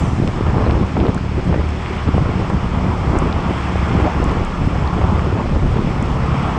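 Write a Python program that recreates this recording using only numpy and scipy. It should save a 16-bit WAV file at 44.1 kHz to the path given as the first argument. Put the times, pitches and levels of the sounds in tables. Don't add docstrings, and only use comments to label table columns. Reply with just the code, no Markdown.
import sys
import numpy as np
from scipy import signal
from scipy.fft import rfft, irfft, next_fast_len
from scipy.io import wavfile
from scipy.ndimage import uniform_filter1d, map_coordinates

SR = 44100
rng = np.random.default_rng(int(sys.argv[2]) if len(sys.argv) > 2 else 0)


def undo_db(level):
    steps = np.asarray(level, float) / 20
    return 10 ** steps


def put_to_file(sound):
    columns = np.atleast_2d(sound).T
    safe = np.clip(columns, -1, 1)
    whole_steps = np.round(safe * 32767)
    wavfile.write(sys.argv[1], SR, whole_steps.astype(np.int16))


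N = 290178

# [start t/s, length t/s, buffet level/dB, sharp edge over buffet level/dB]
GUSTS = [(0, 0.31, -14, -11.5), (0.289, 0.058, -23, -12), (0.352, 0.12, -17.5, -9),
         (0.465, 0.37, -13.5, -4.5), (0.948, 0.152, -14.5, -2), (1.14, 0.042, -19, -7),
         (1.358, 0.056, -14, -7), (1.465, 0.14, -11.5, -10), (2.071, 0.021, -12.5, 3),
         (2.14, 0.081, -12.5, -13), (2.255, 0.2, -17.5, -5), (2.495, 0.081, -17, -6),
         (2.623, 0.045, -15.5, -19), (2.726, 0.18, -15, -9), (2.98, 0.061, -17.5, -10),
         (3.075, 0.16, -14.5, -4), (3.23, 0.06, -17.5, -6), (3.34, 0.061, -16.5, -20),
         (3.439, 0.072, -16, -6), (3.686, 0.33, -22, -5.5), (3.877, 0.2, -15.5, -3), (4.15, 0.28, -16, -4),
         (4.593, 0.09, -13.5, -16), (4.729, 0.14, -16, -9), (4.938, 0.29, -15, -6.5),
         (5.228, 0.27, -17, -5), (5.505, 0.26, -16, -7.5), (5.735, 0.1385, -17, -3),
         (5.838, 0.4, -19, -8.5), (6.177, 0.58, -24, -3)]
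# [f/Hz, level/dB per Hz]
THUMP_COLOUR = [(20, -41.5), (45, -17), (65, 3), (90, 0.5), (130, 3.5), (200, -5.5), (330, -13), (600, -22),
                (1500, -61.5)]
EDGE_COLOUR = [(150, -8.5), (330, 2.5), (600, -6), (1000, -9.5), (2000, -22.5), (5000, -40)]
HEAVE_COLOUR = [(16, -35.5), (27, -8.5), (40, -12.5), (55, -11), (85, -17)]
# [t/s, f/Hz]
CRANK_CYCLE = [
    (0, 37.6),
    (1.9, 37.35),
    (2.7, 36.6),
    (3.5, 35.9),
    (4.7, 35.1),
    (5.5, 34.65),
    (6.58, 34.3),
]
# [multiple of the crank cycle, coasting level/dB rms, pulling level/dB rms]
EXHAUST_ORDERS = [(2, -26, -28.5), (3, -34, -34), (4, -41, -25), (5, -31, -30.5), (6, -42, -31),
                  (7, -44, -30), (8, -49, -44), (10, -40, -43.5), (13, -54.5, -36)]
# [t/s, opening 0-1]
THROTTLE = [
    (0, 0.4),
    (1.3, 0.25),
    (1.8, 0),
    (2.9, 0.3),
    (3.6, 0.14),
    (4.6, 0.15),
    (5.4, 0.53),
    (5.9, 0.7),
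    (6.3, 0.93),
    (6.58, 0.88),
]
# [t/s, roar level/dB]
WETNESS = [(0.0, -27.5), (0.16, -34.5), (0.42, -31.5), (0.58, -28), (1.32, -35), (2.0, -31), (2.99, -28.5),
           (3.1, -27), (4.25, -27), (4.8, -29), (5.0, -28.5), (5.1, -26), (5.42, -30.5), (5.54, -31.5),
           (6.12, -29), (6.58, -25)]
# [closest t/s, spray level/dB, gap over closing speed t/s]
CARS = [
    (1.9, -36, 0.22),
    (3.62, -35.5, 0.16),
    (3.88, -34, 0.25),
    (4.3, -40.5, 0.23),
    (5.85, -42, 0.15),
    (6.45, -36, 0.2),
]
# [f/Hz, level/dB per Hz]
ROAR_COLOUR = [(30, -24), (100, 8.5), (300, 3), (550, -1.5), (800, 3), (1150, 2.5), (1400, -2),
               (1700, -29.5), (2500, -47)]
SPRAY_COLOUR = [(820, -39), (1400, 0), (1450, 1.5), (1620, 2), (2000, 1), (2180, 1.5), (3430, -6.5),
                (3860, -18), (4600, -16), (6200, -23.5), (8060, -51), (13600, -120)]
MIST_COLOUR = [(4300, -33), (5000, -5), (5240, 3), (5500, -5.5), (6600, -7.5), (8200, -6.5), (8900, -20),
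               (9800, -22), (10400, -22), (11200, -28), (12500, -36), (13700, -40), (14000, -73.5),
               (16000, -73.5)]
# [t/s, peak level/dB]
SLAPS = [(0.02, -11), (0.195, -16.5), (0.242, -19.5), (0.385, -14), (0.406, -18.5), (0.463, -9.5),
         (0.485, -14), (0.579, -9), (0.62, -12.5), (0.64, -10), (0.666, -10), (0.695, -6.5), (0.772, -20),
         (0.966, -8), (1.008, -9), (1.05, -9.5), (1.081, -9), (1.525, -7), (1.54, -6), (2.074, -14),
         (2.141, -10), (2.178, -12.5), (2.257, -10), (2.499, -8), (2.744, -15), (2.816, -20.5),
         (3.069, -13), (3.094, -17), (3.13, -15.5), (3.297, -17.5), (3.506, -15.5), (4.626, -18),
         (4.756, -11.5), (5.038, -6), (5.185, -14), (5.591, -13.5), (5.661, -19), (5.782, -13.5),
         (5.996, -20), (3.356, -14), (3.389, -13.5), (3.756, -14), (3.822, -17), (3.999, -9), (4.046, -9),
         (4.163, -14), (4.82, -11), (4.965, -20), (5.012, -5.5), (5.158, -12), (5.351, -10), (5.392, -9),
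         (5.457, -12), (6.341, -12.5), (6.545, -11.5)]
# [f/Hz, level/dB per Hz]
CRACKLE_COLOUR = [(200, -40), (450, -3), (900, -5), (1400, -15), (2300, -22), (5000, -49)]
# [middle t/s, peak level/dB, f/Hz]
SWELLS = [(0.024, -14, 78), (0.114, -12, 89), (0.241, -13.5, 83), (0.295, -7.5, 80), (0.426, -10, 89),
          (0.494, -7.5, 78), (0.593, -10.2, 84), (0.645, -12.2, 92), (0.699, -10, 87), (0.773, -7, 79),
          (0.844, -6.5, 81), (1.013, -7.5, 73), (1.091, -7, 98), (1.522, -13, 79), (1.592, -11, 80),
          (2.083, -9, 93), (2.146, -6, 83.5), (2.19, -7, 84), (2.268, -7.5, 89.5), (2.363, -10.5, 88),
          (2.428, -12.8, 85), (2.57, -8.5, 68), (2.639, -18, 93), (2.819, -17, 81), (2.887, -10, 92),
          (3.02, -13, 81), (3.104, -9, 87), (3.157, -12, 82), (3.203, -12.0, 71), (3.242, -21, 76),
          (3.297, -10, 88), (3.363, -12.5, 80), (3.465, -12.4, 87), (3.76, -12, 82), (3.797, -11.5, 77),
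          (3.836, -13.4, 78), (3.976, -10, 80), (4.028, -11.4, 86), (4.215, -11, 95), (4.288, -8, 65),
          (4.393, -8.5, 80), (4.67, -15, 77), (4.763, -8.5, 92), (4.859, -9.5, 80), (4.971, -12, 84),
          (5.043, -5, 81), (5.097, -13, 90), (5.155, -8.5, 79), (5.196, -7, 82), (5.252, -6.5, 79),
          (5.342, -5.5, 96), (5.506, -16, 79.2), (5.559, -8, 72), (5.598, -7, 77), (5.689, -12, 72),
          (5.728, -9, 79), (6.332, -10, 89), (6.455, -11.7, 74)]
# [middle t/s, peak level/dB, f/Hz]
RIPPLES = [(0.037, -6, 164), (0.075, -11, 182), (0.127, -14, 191), (0.169, -11.6, 177), (0.202, -8.6, 177),
           (0.246, -10.0, 178), (0.487, -12, 213), (0.536, -7.3, 169), (0.584, -13.0, 226),
           (0.641, -10, 189), (0.703, -13.6, 225), (0.835, -13, 198), (0.943, -10.5, 192),
           (0.979, -9.0, 193), (1.049, -11.4, 216), (1.094, -9.8, 192), (1.165, -9.6, 173),
           (1.496, -10, 171), (1.53, -13, 164), (1.579, -12.7, 187), (2.091, -9.2, 211),
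           (2.165, -10.4, 167), (2.224, -10, 166), (2.359, -12.9, 183), (2.549, -9, 172),
           (2.647, -11.9, 182), (2.74, -13, 168), (2.774, -11.9, 157), (2.867, -13.6, 197),
           (3.075, -13.4, 188), (3.14, -12.3, 178), (3.244, -11.2, 187), (3.392, -14, 179),
           (3.829, -12, 177), (3.913, -12.3, 202), (3.957, -8, 164), (4.0, -10.7, 177), (4.185, -14.5, 176),
           (4.355, -11.9, 172), (4.616, -13, 183), (4.675, -10.7, 205), (4.755, -14, 177),
           (4.819, -9.5, 171), (5.016, -11.7, 199), (5.052, -10.5, 185), (5.127, -8.7, 188),
           (5.267, -13.5, 179), (5.517, -8.5, 175), (5.66, -13, 199), (5.794, -9.6, 209), (5.847, -12, 185),
           (5.878, -12, 174), (6.027, -15, 198), (6.231, -23, 185), (6.29, -14, 172), (6.348, -10.5, 178),
           (6.435, -11, 180), (6.522, -15, 186)]
# [t/s, peak level/dB, f/Hz, push +1 or suck -1]
JOLTS = [(0.0444, -13, 210, 1), (0.2018, -4, 260, 1), (0.2477, -3, 210, -1), (0.4102, -2, 386, 1),
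         (0.5352, -1.5, 180, 1), (0.583, -3, 300, -1), (0.6391, -7, 210, 1), (0.7018, -7, 180, -1),
         (0.7332, -4, 312, 1), (0.7797, -7, 340, -1), (0.979, -3, 283, -1), (1.0264, -4, 210, 1),
         (1.0487, -3.5, 280, -1), (1.067, -5.5, 450, 1), (1.0927, -1.5, 212, 1), (1.166, -4.5, 176, 1),
         (1.542, -12, 279, -1), (1.578, -8, 320, -1), (2.091, 1, 236, 1), (2.152, -5, 230, 1),
         (2.1653, -1.5, 180, 1), (2.181, -2.5, 457, 1), (2.36, -10.5, 190, -1), (2.535, -4.5, 225, 1),
         (2.646, -2.5, 173, -1), (2.7744, -2, 152, 1), (2.8684, -5, 230, 1), (3.137, -4, 240, 1),
         (3.246, -6.5, 235, -1), (3.2994, -9, 229, 1), (3.3905, -8, 500, -1), (3.4644, -7, 180, -1),
         (3.51, -3.5, 280, -1), (3.7581, -4.5, 466, -1), (3.9102, -7, 284, -1), (3.935, -6, 230, 1),
         (3.9793, -6, 220, -1), (4.0017, -5, 380, -1), (4.0199, -8.8, 330, 1), (4.2624, -5, 252, 1),
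         (4.3536, -9, 220, 1), (4.676, -3, 220, -1), (4.968, -8, 310, 1), (5.014, -8, 550, 1),
         (5.0537, -7, 260, 1), (5.1262, -5, 210, -1), (5.1608, -13, 500, -1), (5.3276, -4.5, 380, 1),
         (5.3536, -7, 362, -1), (5.7928, -2, 220, 1)]
# [t/s, peak level/dB]
COVER_TICKS = [(0.275, -32), (0.816, -42), (1.13, -52), (1.145, -26), (1.6891, -34), (2.4985, -34),
               (3.1874, -20), (3.196, -37), (3.207, -40), (3.222, -42), (3.2717, -37), (4.2415, -25),
               (4.3121, -37), (4.3174, -38), (4.3248, -39), (4.3544, -43), (4.4487, -28), (4.939, -38),
               (5.1218, -43), (6.0252, -26), (6.1165, -39), (6.428, -35), (6.511, -39)]
# [t/s, peak level/dB, f/Hz]
HOUSING_TAPS = [(0.2747, -32, 5000), (0.276, -28.5, 3000), (0.709, -30, 2580), (0.7095, -32, 4300),
                (1.0017, -31, 2950), (1.067, -31.5, 3620), (1.1794, -37, 4800), (1.8604, -28, 2340),
                (3.3263, -31.5, 3800), (3.3266, -31, 4250), (3.327, -31, 4700), (4.2947, -35, 3480),
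                (4.875, -30.5, 4300), (5.194, -29, 1900)]
# [f/Hz, level/dB per Hz]
COVER_COLOUR = [(3000, -38), (5000, -9.5), (6000, 0.5), (8000, 4.5), (9800, -9.5), (10800, -36),
                (16000, -42)]
HOUSING_COLOUR = [(600, -29), (1200, 15.5), (6000, 1), (11000, -11), (14000, -40)]

JOLT_HUSH_S = .006


def unit(x):
    return x / np.sqrt(np.mean(x ** 2) + 1e-20)


def curves(rows):
    s, *cols = np.transpose(rows)
    return [np.interp(np.arange(N) / SR, s, c) for c in cols]


def wobble(rate):
    coarse = np.arange(0, N + 64, 64)
    knots = rng.standard_normal(int(N * 80 / SR) + 6)
    drift = map_coordinates(knots, [coarse * min(rate, 80) / SR])
    return np.interp(np.arange(N), coarse, drift)


def coloured(x, spectrum):
    m = next_fast_len(N + 8192)
    hz, db = np.transpose(spectrum)
    grid = np.log(np.fft.rfftfreq(m, 1 / SR) + 1)
    gain = undo_db(np.interp(grid, np.log(hz + 1), db, -120, -120))
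    return irfft(rfft(x, m) * gain, m)[:N]


def rush(spectrum, patchy_db):
    z = signal.stft(rng.standard_normal(N), nperseg=512)[2]
    field = uniform_filter1d(rng.standard_normal(z.shape), size=6, axis=0)
    field = uniform_filter1d(field, size=8, axis=1)
    noise = signal.istft(z * undo_db(patchy_db * unit(field)), nperseg=512)[1][:N]
    return unit(coloured(noise, spectrum))


def eddies(share, spread_db):
    draw = rng.random((3, N))
    size = undo_db(-spread_db * np.log(draw[2] + 0.0015))
    return (draw[0] < share) * np.sign(draw[1] - .5) * size


def dip(events, share, span_s):
    marks = np.zeros(N)
    marks[[round(row[0] * SR) for row in events]] = 1
    around = signal.fftconvolve(marks, np.hanning(round(4 * span_s * SR)), "same")
    return 1 - share * np.clip(around, 0, 1)


def gusts():
    rise_s, fall_s, edge_rise_s = 0.017, 0.011, .03
    t = np.arange(N) / SR
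    buffet, edge = np.full(N, undo_db(-25.5)), np.full(N, undo_db(-31))
    for s, length, db, edge_db in GUSTS:
        shape = np.interp(t, [s - rise_s, s, s + length, s + length + fall_s], [0, 1, 1, 0])
        late = np.clip((t - s) / min(edge_rise_s, length / 2), 0, 1)
        buffet = np.maximum(buffet, undo_db(db) * shape)
        edge = np.maximum(edge, undo_db(db + edge_db) * shape * late)
    return 20 * np.log10(buffet), 20 * np.log10(edge)


def wind():
    buffet_db, edge_db = gusts()
    flurry = wobble(28)
    kicks = eddies(share=.006, spread_db=1.0)
    thump = unit(undo_db(1.1 * flurry) * unit(coloured(kicks, THUMP_COLOUR)))
    thump = thump * dip(SWELLS, share=.5, span_s=.012)
    grit = unit(coloured(kicks, EDGE_COLOUR)) + 1.1 * rush(EDGE_COLOUR, patchy_db=6.5)
    edge = unit(undo_db(0.38 * flurry + 3.0 * wobble(75)) * grit)
    slow_db = uniform_filter1d(buffet_db, size=round(0.086 * SR))
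    heave_db = -25 + 0.69 * (slow_db - slow_db.mean()) + 1.9 * wobble(4.1)
    heave = undo_db(heave_db) * rush(HEAVE_COLOUR, patchy_db=0.9)
    flow = undo_db(buffet_db - 4) * thump + undo_db(edge_db - 5.5) * edge + heave
    return dip(JOLTS, share=.6, span_s=JOLT_HUSH_S) * flow


def engine():
    firing_s = 6.2005
    turn = 2 * np.pi * np.cumsum(curves(CRANK_CYCLE)[0] * (1 + 0.002 * wobble(6))) / SR
    turn = turn - turn[round(firing_s * SR)]
    throttle = np.clip(curves(THROTTLE)[0], 0, 1)
    note = np.zeros(N)
    for k, coast_db, pull_db in EXHAUST_ORDERS:
        uneven_db = 2.1 * wobble(6)
        drift = .6 * wobble(6)
        level_db = coast_db + throttle * (pull_db - coast_db) + uneven_db
        note -= np.sqrt(2) * undo_db(level_db) * np.cos(round(k) * turn + drift)
    clatter = rush([(1500, -17.5), (3000, -5.0), (5200, -8.5), (9000, -26.5)], patchy_db=-0.8)
    return note + undo_db(-48.0 + 0.81 * np.sin(2 * turn)) * clatter


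def hedge():
    t, end_s = np.arange(N) / SR, 0.33
    level_db = -47 - 28 * t - 110 * np.maximum(t - end_s, 0)
    colour = [(4500, -23), (5800, -1.0), (8000, -3.5), (9300, -9), (9900, -24), (11200, -30),
              (13000, -39), (15000, -51)]
    return undo_db(level_db) * rush(colour, patchy_db=3)


def road():
    t, roar_db = np.arange(N) / SR, curves(WETNESS)[0]
    wet_db = roar_db - roar_db.mean()
    cars = sum(undo_db(db) ** 2 / (1 + ((t - s) / near_s) ** 2) for s, db, near_s in CARS)
    spray_gain = np.sqrt(undo_db(-36 + 0.29 * wet_db) ** 2 + cars)
    mist_gain = np.sqrt(undo_db(-76 + .3 * wet_db) ** 2 + undo_db(-45) ** 2 * cars)
    shared = wobble(12)
    roar = undo_db(roar_db + 2.5 + 0.52 * shared) * rush(ROAR_COLOUR, patchy_db=1.2)
    spray = spray_gain * undo_db(-1.7 + 0.5 * shared) * rush(SPRAY_COLOUR, patchy_db=1.0)
    droplets = eddies(share=.006, spread_db=2.2)
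    mist = rush(MIST_COLOUR, patchy_db=1.5) + 0.5 * unit(coloured(droplets, MIST_COLOUR))
    mist = mist_gain * undo_db(22.5 + 0.27 * shared + .6 * wobble(7)) * mist
    return roar + spray + mist


def shed():
    gap_s, scatter, swing_hz, swing_spread = .036, .45, 129, .25
    merge_s = .014
    rows, large = [], np.array([row[0] for row in list(SLAPS) + list(JOLTS)])
    for s, length, db, _ in GUSTS:
        draw = rng.standard_normal((16, 4))
        gaps = gap_s * np.exp(scatter * draw[:, 0])
        after = np.cumsum(gaps) - gaps[0]
        level_db = db - 6 + 1.5 * draw[:, 1]
        hz = swing_hz * np.exp(swing_spread * draw[:, 2])
        table = np.c_[s + after, level_db, hz, np.sign(draw[:, 3])]
        alone = np.abs(table[:, :1] - large).min(axis=1) > merge_s
        inside = (after < length - .02) & (s + after < N / SR - .01)
        rows += list(table[alone & inside])
    return rows


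def slaps():
    gate, snap, swing = np.zeros(N + 5000), np.zeros(N), np.zeros(N + 5000)
    t = np.arange(3500) / SR
    swings, crackle = shed(), rush(CRACKLE_COLOUR, patchy_db=2.5)
    strong = [(s - .003, db - 13, 101, rng.choice([-1, 1])) for s, db in SLAPS]
    ordinary = [(s, db - 7.5) for s, db, _, _ in swings]
    for s, db in list(SLAPS) + ordinary:
        gate[round(s * SR):][:len(t)] += undo_db(db - 9.0 - 60 * t / 0.056) * (1 - np.exp(-t / 0.002))
        snap[round((s + .0025) * SR)] = undo_db(db + 28) * rng.choice([-1, 1])
    for s, db, hz, sign in swings + strong:
        shape = undo_db(db + 4.5 - 60 * t / 0.071) * (1 - np.exp(-t / 0.0046))
        swing[round(s * SR):][:len(t)] += sign * shape * np.sin(2 * np.pi * hz * t)
    return gate[:N] * crackle + coloured(snap, CRACKLE_COLOUR) + swing[:N]


def swells():
    out, t = np.zeros(N + 4000), np.arange(-2000, 2000) / SR
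    jolt_s = np.array([row[0] for row in JOLTS])
    deep = [(s, db, hz, 0.57) for s, db, hz in SWELLS]
    quick = [(s, db, hz, 0.6) for s, db, hz in RIPPLES if np.abs(jolt_s - s).min() > JOLT_HUSH_S]
    for s, db, hz, cycles in deep + quick:
        bell = np.exp(-.5 * (hz * t / cycles) ** 2)
        sway = np.cos(2 * np.pi * (hz * t + rng.random()))
        out[round(s * SR):][:len(t)] += undo_db(db - 1.5) * bell * sway
    return out[2000:][:N]


def jolts():
    out, t = np.zeros(N + 800), np.arange(-400, 400) / SR
    for s, db, hz, sign in JOLTS:
        u = (np.pi * 0.82 * hz * t) ** 2
        out[round(s * SR):][:len(t)] += np.sign(sign) * undo_db(db - 3.5) * (1 - 2 * u) * np.exp(-u)
    return out[400:][:N]


def rain():
    clicks, taps, t = np.zeros(N), np.zeros(N + 400), np.arange(400) / SR
    for s, db in COVER_TICKS:
        clicks[round((s + .0012) * SR)] = undo_db(db + 15.5)
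    for s, db, hz in HOUSING_TAPS:
        shape = undo_db(db + 15.5 - 60 * t / 0.0019) * (1 - np.exp(-t / 0.00022))
        taps[round((s + .0006) * SR):][:len(t)] += shape * np.sin(2 * np.pi * hz * t)
    return coloured(clicks, COVER_COLOUR) + coloured(taps[:N], HOUSING_COLOUR)


def squeak():
    start_s, length_s, low_hz, rise = 1.167, .016, 650, 3.2
    u = np.clip((np.arange(N) / SR - start_s) / length_s, 0, 1)
    turn = 2 * np.pi * np.cumsum(low_hz * rise ** u) / SR
    return undo_db(-23) * np.sin(np.pi * u) * np.sin(turn)


def scene():
    duck_db = -.25 * np.clip(uniform_filter1d(gusts()[0], size=2000) + 14.8, 0, 20)
    air = wind() + slaps() + swells() + jolts()
    ride = undo_db(duck_db) * engine() + road() + hedge()
    return (air + ride + rain() + squeak())[None]


def roll_off(x):
    return signal.sosfilt(signal.butter(12, 15600, fs=SR, output="sos"), x)


def record(dry):
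    soft = dry / (1 + np.abs(dry / .82) ** 4) ** (1 / 4)
    return roll_off(soft)


dry = scene()
out = record(dry)
put_to_file(out)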